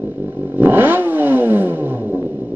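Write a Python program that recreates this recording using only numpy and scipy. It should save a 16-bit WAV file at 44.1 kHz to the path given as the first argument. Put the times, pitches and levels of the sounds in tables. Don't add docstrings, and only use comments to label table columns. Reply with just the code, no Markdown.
import sys
import numpy as np
from scipy import signal
from scipy.fft import rfft, irfft, next_fast_len
from scipy.io import wavfile

SR = 44100
rng = np.random.default_rng(int(sys.argv[2]) if len(sys.argv) > 2 else 0)


def output_pcm(signal):
    pcm = np.clip(np.atleast_2d(signal).T, -1, 1) * 32767
    wavfile.write(sys.argv[1], SR, np.round(pcm).astype(np.int16))


N = 112455
TIME = np.arange(N) / SR
SIZE = next_fast_len(N + SR) // 2 * 2
HZ = np.maximum(np.arange(SIZE // 2 + 1) * SR / SIZE, 1)

# [t/s, f/Hz]
SPEED = [(0.0, 53.09), (0.06, 53.22), (0.13, 45.12), (0.26, 51.36), (0.33, 43.31), (0.42, 48.79),
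         (0.51, 44.87), (0.575, 45.47), (0.63, 70.27), (0.7, 115.58), (0.776, 199.08), (0.834, 262.13),
         (0.9, 331.17), (0.94, 356.16), (0.985, 368.28), (1.08, 335.31), (1.168, 308.39), (1.358, 256.41),
         (1.584, 200.2), (1.688, 174.11), (1.83, 145.08), (1.956, 120.06), (2.1, 96.03), (2.26, 80.57),
         (2.4, 63.72), (2.55, 53.41)]
CYLINDER_DB = np.array([0.53, 0.44, 0.94, 0.021])

# [t/s, level/dB]
THUMP_LEVEL = [(0, -23), (.13, -27), (.33, -24), (.5, -20), (.585, -10), (.603, -4), (.62, -.5), (.66, -1),
               (.69, -4), (.715, -9), (.75, -15), (.82, -29), (.95, -34), (1, -27), (1.05, -48), (1.5, -52),
               (1.9, -40), (2.06, -29), (2.15, -23), (2.3, -24), (2.55, -23)]
# [start t/s, length t/s, level/dB]
SURGES = [(.03, .054, -12.5), (.172, .118, -14), (.362, .1, -12.5), (.533, .06, -11), (2.128, .034, -11),
          (2.186, .012, -14), (2.222, .012, -9), (2.246, .024, -12.5), (2.338, .014, -16),
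          (2.412, .048, -14.5), (2.514, .034, -15)]
# [f/Hz, level/dB]
THUMP_COLOUR = [(20, -36.5), (36, -15), (50, -6.5), (72, -11.5), (100, -6.5), (125, 4), (160, -4),
                (200, 2.5), (300, 6.5), (420, 5.5), (550, -4.5), (750, -30.5), (1000, -28), (1300, -59),
                (2500, -58.5), (8000, -92)]
THUMP_SCATTER_DB, THUMP_ROOM_DB = 1.5, -5
THUMP_LEAD_S, ECHO_S, ECHO_DB = .001, .0072, -11

# [t/s, rms level/dB]
FIRING_TONE = [(.62, -50), (.72, -29), (.79, -19), (.84, -21), (.9, -15), (.94, -18), (.965, -28), (1, -17),
               (1.03, -22), (1.08, -15), (1.11, -20), (1.15, -14.5), (1.24, -20), (1.3, -15), (1.35, -12),
               (1.41, -23), (1.46, -19), (1.51, -15), (1.61, -15), (1.69, -25), (1.74, -21), (1.8, -32),
               (1.85, -25), (1.95, -23.5), (2.05, -31), (2.15, -50)]
# [t/s, rms level/dB]
OCTAVE_TONE = [(.64, -42), (.7, -27), (.76, -21), (.805, -13), (.88, -22), (.96, -18), (1.02, -26),
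               (1.08, -37), (1.14, -31), (1.2, -22), (1.27, -22), (1.35, -28), (1.43, -16), (1.48, -25),
               (1.55, -23), (1.6, -32), (1.645, -20), (1.71, -29), (1.79, -27), (1.85, -39), (1.9, -30),
               (1.97, -36), (2.03, -30), (2.2, -33), (2.26, -50)]
# [t/s, rms level/dB]
THIRD_TONE = [(.638, -38), (.68, -24), (.73, -19), (.765, -33), (.82, -21), (.87, -25), (.94, -24),
              (1, -50), (1.22, -48), (1.39, -30), (1.46, -31), (1.5, -42), (1.6, -28), (1.72, -29),
              (1.85, -35), (1.93, -48), (2.03, -30), (2.1, -37), (2.15, -23), (2.21, -28), (2.27, -46)]
# [multiple of the firing rate, level/dB]
HALF_ORDERS = [(.5, -15), (1.5, -9), (2.5, -10.5), (3.5, -17)]
# [t/s, rms level/dB]
HALF_LEVEL = [(.66, -36), (.8, -29), (.95, -28), (1.05, -31), (1.2, -25), (1.35, -27), (1.46, -25),
              (1.55, -22), (1.65, -26), (1.87, -23), (2.1, -39)]
# [f/Hz, level/dB]
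RADIATION = [(80, -45), (105, -14), (125, -6), (180, -7), (245, -6), (300, 6), (600, 6), (1000, 1)]
TONE_WAVER_DB, HALF_WAVER_DB, WAVERS_PER_S = 1, 3.5, 13.06
TREMBLE_DB, TREMBLE_CYCLES, TREMBLES_PER_S = .7, .013, 90
NOTE_LAG_CYCLES, NOTE_ROOM_DB, HALF_ROOM_DB = 0.19, -16, -0.5

# [t/s, level/dB]
BURBLE_LEVEL = [(0, -34.5), (.13, -43.5), (.25, -36.5), (.35, -43), (.48, -35.5), (.57, -38.5),
                (.68, -20.5), (.78, -23), (.9, -33.5), (1, -41), (1.3, -33.5), (1.6, -39.5), (1.85, -32),
                (2.05, -30), (2.15, -28.5), (2.19, -35), (2.26, -31.5), (2.37, -39), (2.44, -34.5),
                (2.55, -41.5)]
# [f/Hz, level/dB]
BURBLE_COLOUR = [(90, -25.5), (150, -10.5), (210, 1.5), (270, 3), (330, -0.5), (420, 0), (500, -5),
                 (600, -10), (750, -18.5), (1200, -48), (4000, -85.5)]
BURBLE_DB, BURBLE_SCATTER_DB, BURBLE_ROOM_DB = 0, 3.2, 3

# [t/s, rms level/dB]
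RASP_LEVEL = [(0, -51), (.15, -55), (.45, -44.5), (.57, -49.5), (.65, -22.5), (.72, -18), (.8, -16),
              (.94, -24.5), (1.02, -61.5), (1.1, -42), (1.18, -28), (1.3, -29.5), (1.55, -32), (1.78, -37),
              (1.95, -32.5), (2.08, -53), (2.15, -37), (2.27, -72), (2.36, -49.5), (2.55, -60.5)]
# [f/Hz, level/dB]
RASP_COLOUR = [(200, -66.5), (400, -17), (560, 7), (640, 5.5), (770, 15), (900, -5), (1060, 7.5),
               (1200, -25.5), (1600, -11), (3000, -48.5), (8000, -76.5)]
RASP_DB, RASP_SCATTER_DB, RASP_ROOM_DB, RASP_JITTER_S = -2.5, 2.8, -4, .00003

# [t/s, rms level/dB]
EDGE_LEVEL = [(0, -63.5), (.58, -53.5), (.66, -43), (0.729, -32), (.8, -18.5), (.9, -23.5), (0.962, -29),
              (1.031, -89), (1.131, -39.5), (1.269, -34.5), (1.399, -40.5), (1.562, -38.5), (1.75, -49),
              (1.95, -55), (2.1, -72), (2.55, -73.5)]
# [f/Hz, level/dB]
EDGE_COLOUR = [(600, -61.5), (1150, -14), (1350, 13.5), (1470, 3.5), (1580, 14.5), (1700, 7), (1830, 4.5),
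               (2050, -2.5), (2300, -1), (2700, -18), (2930, 1), (3300, -8), (3700, -55.5), (3950, -15.5),
               (4500, -15), (7000, -35.5), (9000, -75.5)]
EDGE_DB, EDGE_SCATTER_DB = -6.5, 3.3

# [t/s, level/dB]
RING_LEVEL = [(.55, -72.5), (.62, -57.5), (.72, -44.5), (.8, -37.5), (.94, -42.5), (1.04, -65), (1.13, -60),
              (1.2, -44), (1.35, -47), (1.6, -56.5), (1.85, -62), (2.1, -72.5)]
# [f/Hz, level/dB]
RING_COLOUR = [(2000, -52.5), (2780, -18), (2880, 1), (2940, -2.5), (3050, -7.5), (3160, -16), (3700, -31),
               (3950, -13), (4200, -33.5), (6000, -59.5)]
RING_DB = 0

# [t/s, rms level/dB]
HISS_LEVEL = [(0, -59.5), (.3, -58.5), (.55, -57), (.65, -43.5), (.8, -71.5), (0.999, -40), (1.1, -42),
              (1.319, -37), (1.46, -43), (1.559, -41.5), (1.82, -52), (1.9, -49.5), (2.05, -56.5),
              (2.25, -57.5), (2.55, -60)]
# [f/Hz, level/dB]
HISS_COLOUR = [(300, -8), (800, 3.5), (1200, 4), (1550, 2), (1950, -0.5), (2750, -2), (2930, -4),
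               (3150, -4.5), (3600, -3), (3950, -2), (4300, -5), (5000, -5.5), (6200, -11.5), (7200, -19),
               (8000, -27), (10000, -42), (15000, -61)]
# [t/s, rms level/dB]
BLAST_LEVEL = [(0.6, -83.5), (.7, -48), (0.798, -35.5), (0.881, -29.5), (0.941, -29), (0.999, -42.5),
               (1.059, -70.5)]
# [f/Hz, level/dB]
BLAST_COLOUR = [(500, -16), (1000, 21.5), (1600, 2.5), (2100, 4.5), (2700, 6), (2930, 3.5), (3300, 9),
                (4500, 4.5), (5500, -1.5), (7200, -5.5), (7900, -34.5), (10000, -56.5), (15000, -69)]
# [t/s, rms level/dB]
SIZZLE_LEVEL = [(.6, -102), (.95, -70), (1.1, -64), (1.4, -66), (1.62, -59), (1.8, -82.5), (2.05, -102)]
# [f/Hz, level/dB]
SIZZLE_COLOUR = [(4000, -38), (7000, 1), (8500, -3.5), (9700, -7.5), (11000, -23), (15000, -16.5)]
HISS_DB, BLAST_DB = -2.5, -1
HISS_PULSING = 0.13

# [t/s, level/dB]
CRACKS = [(.6348, -13), (.659, -6), (.6978, -16), (2.228, -25)]
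# [f/Hz, level/dB]
CRACK_COLOUR = [(80, 3.5), (300, 0), (700, 0.5), (1100, -4), (1600, -11.5), (2500, -22.5), (4000, -32.5),
                (6000, -48), (11000, -55.5), (15000, -73.5)]
CRACK_ROOM_DB = -15

# [f/Hz, level/dB]
WIDTH = [(100, -55), (300, -35), (500, -25), (750, -16), (1000, -4), (1500, -2), (2000, 4.91), (2700, 6.72),
         (3000, 0.91), (3600, 6.7), (4400, 10.83), (5200, 3.87), (7000, 3.74), (9000, 12.83), (15000, 20)]
# [f/Hz, share 0-1]
DIRECT_SHARE = [(500, 0.23), (1500, 0.92), (2300, 0.16), (5000, .1)]
SIDE_LAG_RAD, SPREAD_S = 0.57, 0.0059

ROOM_T60_S, ROOM_DELAY_S = 0.51, 0.0022
OVERLOAD = 1
CUTOFF_HZ = 15700


def from_db(db):
    return 10 ** (np.asarray(db) / 20)


def rms_one(x):
    return x / np.sqrt(np.mean(x ** 2) + 1e-20)


def in_time(rows, s=TIME):
    return np.interp(s, *np.transpose(rows))


def at_hz(rows, at=HZ):
    hz, value = np.transpose(rows)
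    return np.interp(np.log(at), np.log(hz), value)


def drift(rate):
    knots = rng.standard_normal(400)
    return np.interp(TIME * rate, np.arange(len(knots)), knots)


def response(colour):
    cepstrum = irfft(np.log(from_db(at_hz(colour))))
    cepstrum[1:SIZE // 2] *= 2
    cepstrum[SIZE // 2 + 1:] = 0
    h = irfft(np.exp(rfft(cepstrum)))[:SR // 10]
    return h / np.abs(h).max()


def through(x, h):
    return signal.fftconvolve(x, h)[:N]


def workshop(x, room_db):
    decay = from_db(-60 * TIME / ROOM_T60_S)
    tail = rng.standard_normal(N) * decay * (TIME > ROOM_DELAY_S)
    tail /= np.sqrt(np.sum(tail ** 2))
    return x + from_db(room_db) * through(x, tail)


def widen(mid):
    scatter = rfft(rng.standard_normal(N) * np.exp(-TIME / SPREAD_S), SIZE)
    scatter /= np.sqrt(np.mean(np.abs(scatter) ** 2))
    share = np.clip(at_hz(DIRECT_SHARE), 0, 1)
    direct = np.sqrt(share) * np.exp(-1j * SIDE_LAG_RAD)
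    spread = direct + np.sqrt(1 - share) * scatter
    side = irfft(rfft(mid, SIZE) * from_db(at_hz(WIDTH)) * spread)[:N]
    return np.array([mid + side, mid - side])


def jet(phase, level, colour, gain_db):
    pulsing = 1 + HISS_PULSING * np.cos(2 * np.pi * phase)
    turbulence = rng.standard_normal(N) * pulsing
    return from_db(in_time(level) + gain_db) * rms_one(through(turbulence, response(colour)))


def gas(phase):
    hiss = jet(phase, HISS_LEVEL, HISS_COLOUR, HISS_DB)
    blast = jet(phase, BLAST_LEVEL, BLAST_COLOUR, BLAST_DB)
    sizzle = jet(phase, SIZZLE_LEVEL, SIZZLE_COLOUR, HISS_DB)
    return hiss + blast + sizzle


def cracks():
    s, db = np.transpose(CRACKS)
    clicks = np.bincount((s * SR).astype(int), from_db(db), N)
    return workshop(through(clicks, response(CRACK_COLOUR)), CRACK_ROOM_DB)


def puffs(s, db, scatter_db):
    chance = scatter_db * rng.standard_normal(len(s))
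    gain = from_db(db + np.resize(CYLINDER_DB, len(s)) + chance)
    at = np.clip(s * SR, 0, N - 2)
    i = at.astype(int)
    return np.bincount(i, gain * (1 - at + i), N) + np.bincount(i + 1, gain * (at - i), N)


def ringing(firings, level, colour, gain_db, scatter_db, room_db):
    s = firings + RASP_JITTER_S * rng.standard_normal(len(firings))
    db = in_time(level, firings) + gain_db - 10 * np.log10(in_time(SPEED, firings) / SR)
    h = response(colour)
    h /= np.sqrt(np.sum(h ** 2))
    return workshop(through(puffs(s, db, scatter_db), h), room_db)


def shell_ring(firings):
    return ringing(firings, RING_LEVEL, RING_COLOUR, RING_DB, RASP_SCATTER_DB, RASP_ROOM_DB)


def burble(firings):
    return ringing(firings, BURBLE_LEVEL, BURBLE_COLOUR, BURBLE_DB, BURBLE_SCATTER_DB, BURBLE_ROOM_DB)


def rasp(firings):
    overtones = ringing(firings, RASP_LEVEL, RASP_COLOUR, RASP_DB, RASP_SCATTER_DB, RASP_ROOM_DB)
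    edge = ringing(firings, EDGE_LEVEL, EDGE_COLOUR, EDGE_DB, EDGE_SCATTER_DB, RASP_ROOM_DB)
    return overtones + edge


def tone(phase, level, waver_db):
    db = in_time(level) + waver_db * drift(WAVERS_PER_S) + TREMBLE_DB * drift(TREMBLES_PER_S)
    phase = phase + TREMBLE_CYCLES * drift(TREMBLES_PER_S)
    sounding = (TIME > level[0][0]) & (TIME < level[-1][0])
    return np.sqrt(2) * from_db(db) * np.cos(2 * np.pi * phase) * sounding


def exhaust_note(phase):
    harmonics = 0
    for k, level in enumerate((FIRING_TONE, OCTAVE_TONE, THIRD_TONE), 1):
        harmonics = harmonics + tone(k * phase, level, TONE_WAVER_DB)
    between = 0
    for multiple, db in HALF_ORDERS:
        gain = from_db(db + at_hz(RADIATION, multiple * in_time(SPEED)))
        between = between + gain * tone(multiple * phase + rng.random(), HALF_LEVEL, HALF_WAVER_DB)
    return workshop(harmonics, NOTE_ROOM_DB) + workshop(between, HALF_ROOM_DB)


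def thumps(firings):
    db = in_time(THUMP_LEVEL, firings)
    for start, length, surge_db in SURGES:
        db = np.where((firings > start) & (firings < start + length), surge_db, db)
    pushes = puffs(firings - THUMP_LEAD_S, db, THUMP_SCATTER_DB)
    direct = through(pushes, response(THUMP_COLOUR))
    echo = from_db(ECHO_DB) * np.interp(TIME - ECHO_S, TIME, direct)
    return workshop(direct + echo, THUMP_ROOM_DB)


def scene():
    phase = np.cumsum(in_time(SPEED)) / SR
    firings = np.interp(np.arange(int(phase[-1]) + 1), phase, TIME)
    resonances = shell_ring(firings) + burble(firings) + rasp(firings)
    exhaust = exhaust_note(phase - NOTE_LAG_CYCLES) + thumps(firings)
    return widen(gas(phase) + cracks() + resonances + exhaust)


def record(dry):
    rounded = dry / (1 + (dry / OVERLOAD) ** 16) ** (1 / 16)
    top_cut = signal.cheby2(12, 70, CUTOFF_HZ, fs=SR, output="sos")
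    return signal.sosfilt(top_cut, rounded)


dry = scene()
out = record(dry)
output_pcm(out)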